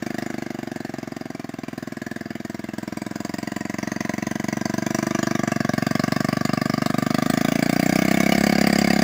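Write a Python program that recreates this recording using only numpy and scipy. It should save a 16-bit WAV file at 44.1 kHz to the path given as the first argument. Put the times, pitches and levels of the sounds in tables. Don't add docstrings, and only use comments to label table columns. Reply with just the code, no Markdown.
import sys
import numpy as np
from scipy import signal
from scipy.fft import rfft, irfft
from scipy.io import wavfile

SR = 44100
rng = np.random.default_rng(int(sys.argv[2]) if len(sys.argv) > 2 else 0)


def materialize(psi):
    bounded = np.clip(np.atleast_2d(psi).T, -1, 1)
    quanta = np.round(bounded * 32767).astype(np.int16)
    wavfile.write(sys.argv[1], SR, quanta)


N = 398223
SIZE = 4096
TIME, AGE, HZ = np.arange(N) / SR, np.arange(SIZE) / SR, np.fft.rfftfreq(SIZE, 1 / SR)
TOP_HZ = 15650


def amp(db):
    return 10 ** (np.asarray(db) / 20)


def at(table, times, column=1):
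    table = np.asarray(table)
    return np.interp(times, table[:, 0], table[:, column])


def at_pitch(table, hz):
    pitches, values = np.transpose(table)
    return np.interp(np.log(hz + 1), np.log(pitches), values)


def unit(x):
    return x / np.sqrt(np.sum(x ** 2, -1, keepdims=True))


def colour(spectrum):
    log_gain = np.log(amp(at_pitch(spectrum, HZ)))
    mirrored = np.r_[log_gain, log_gain[-2:0:-1]]
    return np.exp(np.conj(signal.hilbert(mirrored)))[:len(HZ)]


def resonance(hz, width):
    return 1j * HZ * width / (hz ** 2 - HZ ** 2 + 1j * HZ * width)


def body(modes):
    return sum(amp(db) * resonance(hz, width) for hz, width, db in modes)


def delay(seconds):
    return np.exp(-2j * np.pi * HZ * seconds)


def puffs(times, rise_s, fall_s):
    shape = (1 - np.exp(-(AGE / rise_s) ** 2)) * np.exp(-AGE / fall_s)
    return rfft(unit(rng.standard_normal((len(times), SIZE)) * shape))


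# (time [s], rate [firings/s])
FIRING_RATE = [(0.0, 24.87), (0.26, 25.45), (0.91, 22.0), (1.2, 22.16), (1.4, 20.96), (2.39, 20.81),
               (3.05, 21.4), (3.41, 22.34), (4.2, 22.89), (4.72, 23.72), (5.01, 24.74), (5.3, 24.68),
               (5.69, 22.59), (6.2, 24.23), (6.81, 24.54), (7.01, 24.39), (7.64, 28.83), (8.03, 32.37),
               (8.4, 34.48), (9.03, 34.21)]
def firings():
    cycles = .448 + np.cumsum(at(FIRING_RATE, TIME)) / SR
    return TIME[1:][np.diff(np.floor(cycles)) > 0]


def speed(times, cruise_per_s=23):
    return at(FIRING_RATE, times) / cruise_per_s


def pull(times, span_s=0.61):
    return (at(FIRING_RATE, times + span_s / 2) - at(FIRING_RATE, times - span_s / 2)) / span_s


# (time [s], distance [m])
DISTANCE = [(0, 5.9), (1.5, 9.14), (2.7, 7.6), (4, 5.3), (4.8, 3.91), (5.6, 3.03), (6.9, 3.02), (8.2, 2.48),
            (9.03, 2.4)]
def level(law, times, midway_m=5):
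    base_db, speed_db, near_db, pull_db = law
    nearness = np.log2(midway_m / at(DISTANCE, times))
    return base_db + speed_db * np.log2(speed(times)) + near_db * nearness + pull_db * pull(times)


def play(times, spectra, level_db):
    gain = amp(level_db) * np.sqrt(SR / at(FIRING_RATE, times))
    sounds = unit(irfft(spectra)) * gain[:, None]
    out = np.zeros(N + SIZE)
    for start, sound in zip(np.round(times * SR).astype(int), sounds):
        out[start:start + SIZE] += sound
    return out[:N]


def burns(times, rebound=0.33):
    luck = np.clip(rng.standard_normal(len(times) + 1), -2, 2)
    return (luck[1:] - rebound * luck[:-1]) / np.hypot(1, rebound)


# (time [s], extra bark [dB], extra rasp [dB])
HARD_BURNS = [(.184, 4, 3), (.94, 2.5, -0.5), (1.16, -0.5, 3), (3.25, 2, 3), (3.385, 3, 5),
              (3.785, 1.5, 3.5), (4.09, 4, -1), (4.655, 2.5, 2), (4.94, 3, 4.5), (5.23, 0.5, 3),
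              (5.435, 4, 0.5), (5.519, 4.5, 3.5), (5.693, 5, 2.5), (6.45, -1, 3), (6.86, 3.5, 4.5),
              (6.943, 3.5, 0), (7.185, 2.5, -0.5), (8.32, 3.5, 4.5), (8.47, 1, 0.5), (8.79, -1, 4.5)]
def hard_db(times, part):
    extra_db = np.zeros(len(times))
    for time, bark_db, rasp_db in HARD_BURNS:
        extra_db[np.argmin(abs(times - time))] = bark_db if part == "bark" else rasp_db
    return extra_db


# (pitch [Hz], width [Hz], depth [0-1])
CANCELLED_BANDS = [(402, 57, 0.43), (850, 82, 1)]
def side_chambers():
    return np.prod([1 - depth * resonance(hz, width) for hz, width, depth in CANCELLED_BANDS], 0)


# (time [s], delay [s], strength [factor])
BANK_ECHO = [(0, 0.0086, 0.28), (1.5, 0.0076, 0.37), (3.2, 0.01, 0.23), (5.15, 0.009, 0.24),
             (5.9, 0.0081, 0.13), (7.4, 0.0081, 0.2), (8.4, 0.0053, 0.19)]
def bank_echo(when):
    return 1 + at(BANK_ECHO, when, column=2) * delay(at(BANK_ECHO, when))


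# (pitch [Hz], level [dB])
THUMP_COLOUR = [(30, -27.5), (60, -47), (80, -19), (115, -13.5), (160, -7), (220, 1.5), (290, 0.5),
                (345, -2), (400, -10.5), (520, -19.5), (800, -55.5), (1500, -75.5)]
# (middle [s], length [s], pitch [Hz], level against the thump [dB])
THUMP_SWELLS = [(.7, 2.5, 328, -3), (5.15, 0.75, 337, -1), (7.3, 1.0, 269.8, -12)]
# (base [dB], speed [dB], nearness [dB], pull [dB])
THUMP_LAW = (-28, 4, 6, 0.0363)
BOOM_LAW = (3, -17, 9, -0.13)
def thump(times, burn, spread_db=.5, cruise_boom_hz=127):
    when = times[:, None]
    boom_hz = cruise_boom_hz * speed(when)
    boom = amp(level(BOOM_LAW, when)) * resonance(boom_hz, 71) * resonance(boom_hz, 2.93 * boom_hz)
    upper_note = sum(amp(db) * np.exp(-(2 * (when - middle) / length) ** 2) * resonance(hz, 59)
                     for middle, length, hz, db in THUMP_SWELLS)
    pulse = -colour(THUMP_COLOUR) * (1 + boom) * (1 + upper_note) * delay(0.0015)
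    level_db = level(THUMP_LAW, times) + spread_db * burn
    return play(times, pulse * side_chambers() * bank_echo(when), level_db)


# (pitch [Hz], width [Hz], level [dB])
CHAMBER_MODES = [(469, 150, 14), (626, 93, 10.5), (690, 47, 5.5), (778, 32, -1)]
# (base [dB], speed [dB], nearness [dB], pull [dB])
BARK_LAW = (-37.5, 5, 7, 0.13)
def bark(times, burn, spread_db=0.88, rough=0.29, heating=0.15):
    when = times[:, None]
    heat = speed(when) ** heating
    chamber = body([(hz * heat, width, db) for hz, width, db in CHAMBER_MODES])
    voice = chamber * resonance(670, 187) ** 2
    pulse = rough * puffs(times, rise_s=0.00067, fall_s=0.0083) - delay(0.002042)
    level_db = level(BARK_LAW, times) + spread_db * burn + hard_db(times, "bark")
    return play(times, pulse * voice * side_chambers() * bank_echo(when), level_db)


# (pitch [Hz], level [dB])
PIPE_COLOUR = [(600, -29), (880, -6), (1010, 0.5), (1200, 4.5), (1360, -8.5), (1600, 2), (1900, -0.5),
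               (2280, -2.5), (2500, -15.5), (3500, -20), (6000, -61.5)]
# (pitch [Hz], width [Hz], level [dB])
PIPE_MODES = [(1560, 190, 0.5), (1710, 150, -10.5), (2080, 200, -2)]
# (base [dB], speed [dB], nearness [dB], pull [dB])
PING_LAW = (-44.5, 2, 7, 0.12)
def ping(times):
    front = 1 + puffs(times, rise_s=0.0016, fall_s=0.011)
    voice = body(PIPE_MODES) * colour(PIPE_COLOUR) * side_chambers()
    return play(times, front * voice, level(PING_LAW, times))


# (start [s], end [s], first pitch [Hz], last pitch [Hz], level against the ping [dB])
EXHAUST_TONES = [(-.2, 0.54, 1840, 1590, 3.5), (0.0, 1.8, 800, 760, 1), (.9, 2.3, 1046, 1030, -0.5),
                 (1.9, 2.4, 1660, 1730, 6.5), (2.3, 5.6, 980, 1004, 2.5), (3.05, 3.6, 4900, 4670, -2),
                 (3.202, 4.67, 1920, 1950, 6), (3.2, 4.34, 2620, 2560, -6.5), (4.4, 6.8, 1656, 1650, 0),
                 (4.9, 5.73, 1190, 1141, 3), (5.6, 7.52, 1130, 1203, 4.5), (7.0, 7.7, 3510, 3400, -6.5),
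                 (7.2, 9.3, 2260, 2110, 2.5), (8.2, 9.03, 510, 520, -2.5), (8.3, 9.2, 4680, 4800, 1.5)]
def exhaust_tones(times, burn, rough=0.79, swell=0.48, spread_db=0.86):
    out = np.zeros(N)
    level_db = level(PING_LAW, times) + spread_db * burn + .5 * hard_db(times, "bark")
    for start, end, first_hz, last_hz, db in EXHAUST_TONES:
        held = (times > start) & (times < end)
        when = times[held]
        progress = (when - start) / (end - start)
        hz = (first_hz + (last_hz - first_hz) * progress)[:, None]
        ring = resonance(hz, 50 + 0.015 * hz) * resonance(hz, hz / 3)
        front = delay(0.000616) * (1 + rough * puffs(when, rise_s=0.0011, fall_s=0.0054))
        arch_db = swell * 20 * np.log10(np.sin(np.pi * progress))
        out += play(when, ring * front, level_db[held] + db + arch_db)
    return out


def spits(times, low_hz, high_hz, width_hz, strength, count):
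    pitches = rng.uniform(low_hz, high_hz, (len(times), count))
    return 1 + strength * sum(resonance(hz[:, None], width_hz) for hz in pitches.T)


# (base [dB], speed [dB], nearness [dB], pull [dB])
ROAR_LAW = (-44, 12, 5, -0.08)
def roar(times, burn, spread_db=1.75):
    singing = spits(times, 1578, 2470, width_hz=130, strength=4.2, count=2)
    gas = puffs(times, rise_s=0.002, fall_s=0.0054)
    level_db = level(ROAR_LAW, times) + spread_db * burn + .5 * hard_db(times, "bark")
    return play(times, colour(PIPE_COLOUR) * side_chambers() * singing * gas, level_db)


# (pitch [Hz], level [dB])
RASP_COLOUR = [(1000, -33), (2000, -18), (2700, 3), (3200, -7), (3650, -4), (4050, -7), (4780, 0.5),
               (5400, -3.5), (7400, -4), (8800, -13.5), (11000, -9), (13700, -22), (15000, -1), (16000, -7)]
# (pitch [Hz], width [Hz], level [dB])
TAILPIPE_MODES = [(4757, 280, -0.5)]
# (base [dB], speed [dB], nearness [dB], pull [dB])
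RASP_LAW = (-44.5, 8.5, 6, 0.3)
def rasp(times, burn, spread_db=1.47, brightening=0.68):
    singing = spits(times, 2580, 9250, width_hz=167, strength=2.2, count=3)
    voice = 1.32 * body(TAILPIPE_MODES) + singing
    tilt = amp(brightening * pull(times)[:, None] * HZ / TOP_HZ)
    tear = puffs(times, rise_s=0.0025, fall_s=0.0056) * delay(0.000404)
    snap = 0.57 * puffs(times, rise_s=0.00039, fall_s=.0012) * delay(.0015)
    level_db = level(RASP_LAW, times) + spread_db * burn + hard_db(times, "rasp")
    return play(times, colour(RASP_COLOUR) * tilt * voice * (tear + snap), level_db)


# (pitch [Hz], level [dB])
CLATTER_COLOUR = [(30, -26), (70, 6), (220, 9.5), (480, -0.5), (730, 0), (890, -5.5), (1050, 0),
                  (1700, 3.5), (2300, -7), (3800, -9), (4800, -15), (7000, -9.5), (9500, -41),
                  (13500, -15.5), (15000, -42)]
# (base [dB], speed [dB], nearness [dB], pull [dB])
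CLATTER_LAW = (-45, 10.5, 2, 0.13)
def clatter(knocks_per_s=600, knock_share=0.34):
    knock_power = (rng.random(N) < knocks_per_s / SR) * SR / knocks_per_s
    rustle = rng.standard_normal(N) * np.sqrt(1 - knock_share + knock_share * knock_power)
    metal = unit(irfft(colour(CLATTER_COLOUR)))
    return signal.oaconvolve(rustle, metal)[:N] * amp(level(CLATTER_LAW, TIME))


# (base [dB], speed [dB], nearness [dB], pull [dB])
CRANK_LAW = (-67.5, 35, 3.5, .1)
def crank():
    turns = 2 * np.cumsum(at(FIRING_RATE, TIME)) / SR
    return np.sqrt(2) * amp(level(CRANK_LAW, TIME)) * np.sin(2 * np.pi * turns)


# (pitch [Hz], time to fade by 60 dB [s])
FOREST_FADE = [(100, 0.016), (400, 0.075), (1500, 0.27), (5000, 0.17), (15000, 0.17)]
def forest(sound, patterns=15, echoes_per_s=3000):
    out = np.zeros(N)
    for centre in np.linspace(0, 1, patterns):
        echoes = rng.standard_normal(2 * SIZE) * (rng.random(2 * SIZE) < echoes_per_s / SR)
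        hz, age, bands = signal.stft(echoes, SR, nperseg=128)
        fade = amp(-60 * age / at_pitch(FOREST_FADE, hz)[:, None])
        tail = signal.istft(bands * fade, SR)[1]
        onset = np.clip(np.arange(len(tail)) / SR / 0.00043 - 1, 0, 1)
        offset = (TIME / TIME[-1] - centre) * (patterns - 1)
        share = np.cos(np.pi / 2 * np.clip(offset, -1, 1))
        out += signal.oaconvolve(sound * share, unit(tail * onset))[:N]
    return out


# (middle [s], length [s], level [dB])
RATTLES = [(0.868, 0.089, -49), (0.993, 0.044, -48), (1.075, 0.054, -58)]
# (pitch [Hz], width [Hz], level [dB])
LOOSE_METAL_MODES = [(1800, 110, 2.5), (2020, 180, 1)]
def rattle():
    swell = sum(amp(db) * np.exp(-(2 * (TIME - middle) / length) ** 2) for middle, length, db in RATTLES)
    metal = unit(irfft(body(LOOSE_METAL_MODES)))
    return signal.oaconvolve(rng.standard_normal(N) * swell, metal)[:N]


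# (time [s], pitch [Hz], level against the rasp [dB])
JET_GLIDE = [(2.3, 7860, -24), (3, 7700, -8), (3.9, 6200, -2), (5.2, 6040, -1.5), (6, 5000, -6),
             (6.6, 5220, -1), (7.3, 4220, -14)]
def whistle(times, burn, spread_db=2, wander=0.036):
    held = (times > JET_GLIDE[0][0]) & (times < JET_GLIDE[-1][0])
    when = times[held]
    hz = at(JET_GLIDE, when)[:, None] * (1 + wander * rng.standard_normal((len(when), 1)))
    voice = resonance(hz, width=220) * resonance(hz, width=2000)
    gas = puffs(when, rise_s=0.00066, fall_s=.0025) * delay(0.000796)
    level_db = level(RASP_LAW, times) + at(JET_GLIDE, times, column=2)
    level_db += spread_db * burn + hard_db(times, "rasp")
    return play(when, voice * gas, level_db[held])


def scene(low_echo_db=-20, ring_echo_db=-17, gas_echo_db=-8):
    times = firings()
    burn = burns(times)
    low = thump(times, burn) + bark(times, burn)
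    ring = ping(times) + exhaust_tones(times, burn)
    gas = roar(times, burn) + rasp(times, burn) + whistle(times, burn)
    echoes = forest(amp(low_echo_db) * low + amp(ring_echo_db) * ring + amp(gas_echo_db) * gas)
    return (low + ring + gas + clatter() + crank() + echoes + rattle())[None]


def record(dry):
    lowpass = signal.firwin(255, TOP_HZ, window=("kaiser", 8), fs=SR)
    return signal.oaconvolve(dry, lowpass[None], "same")


dry = scene()
out = record(dry)
materialize(out)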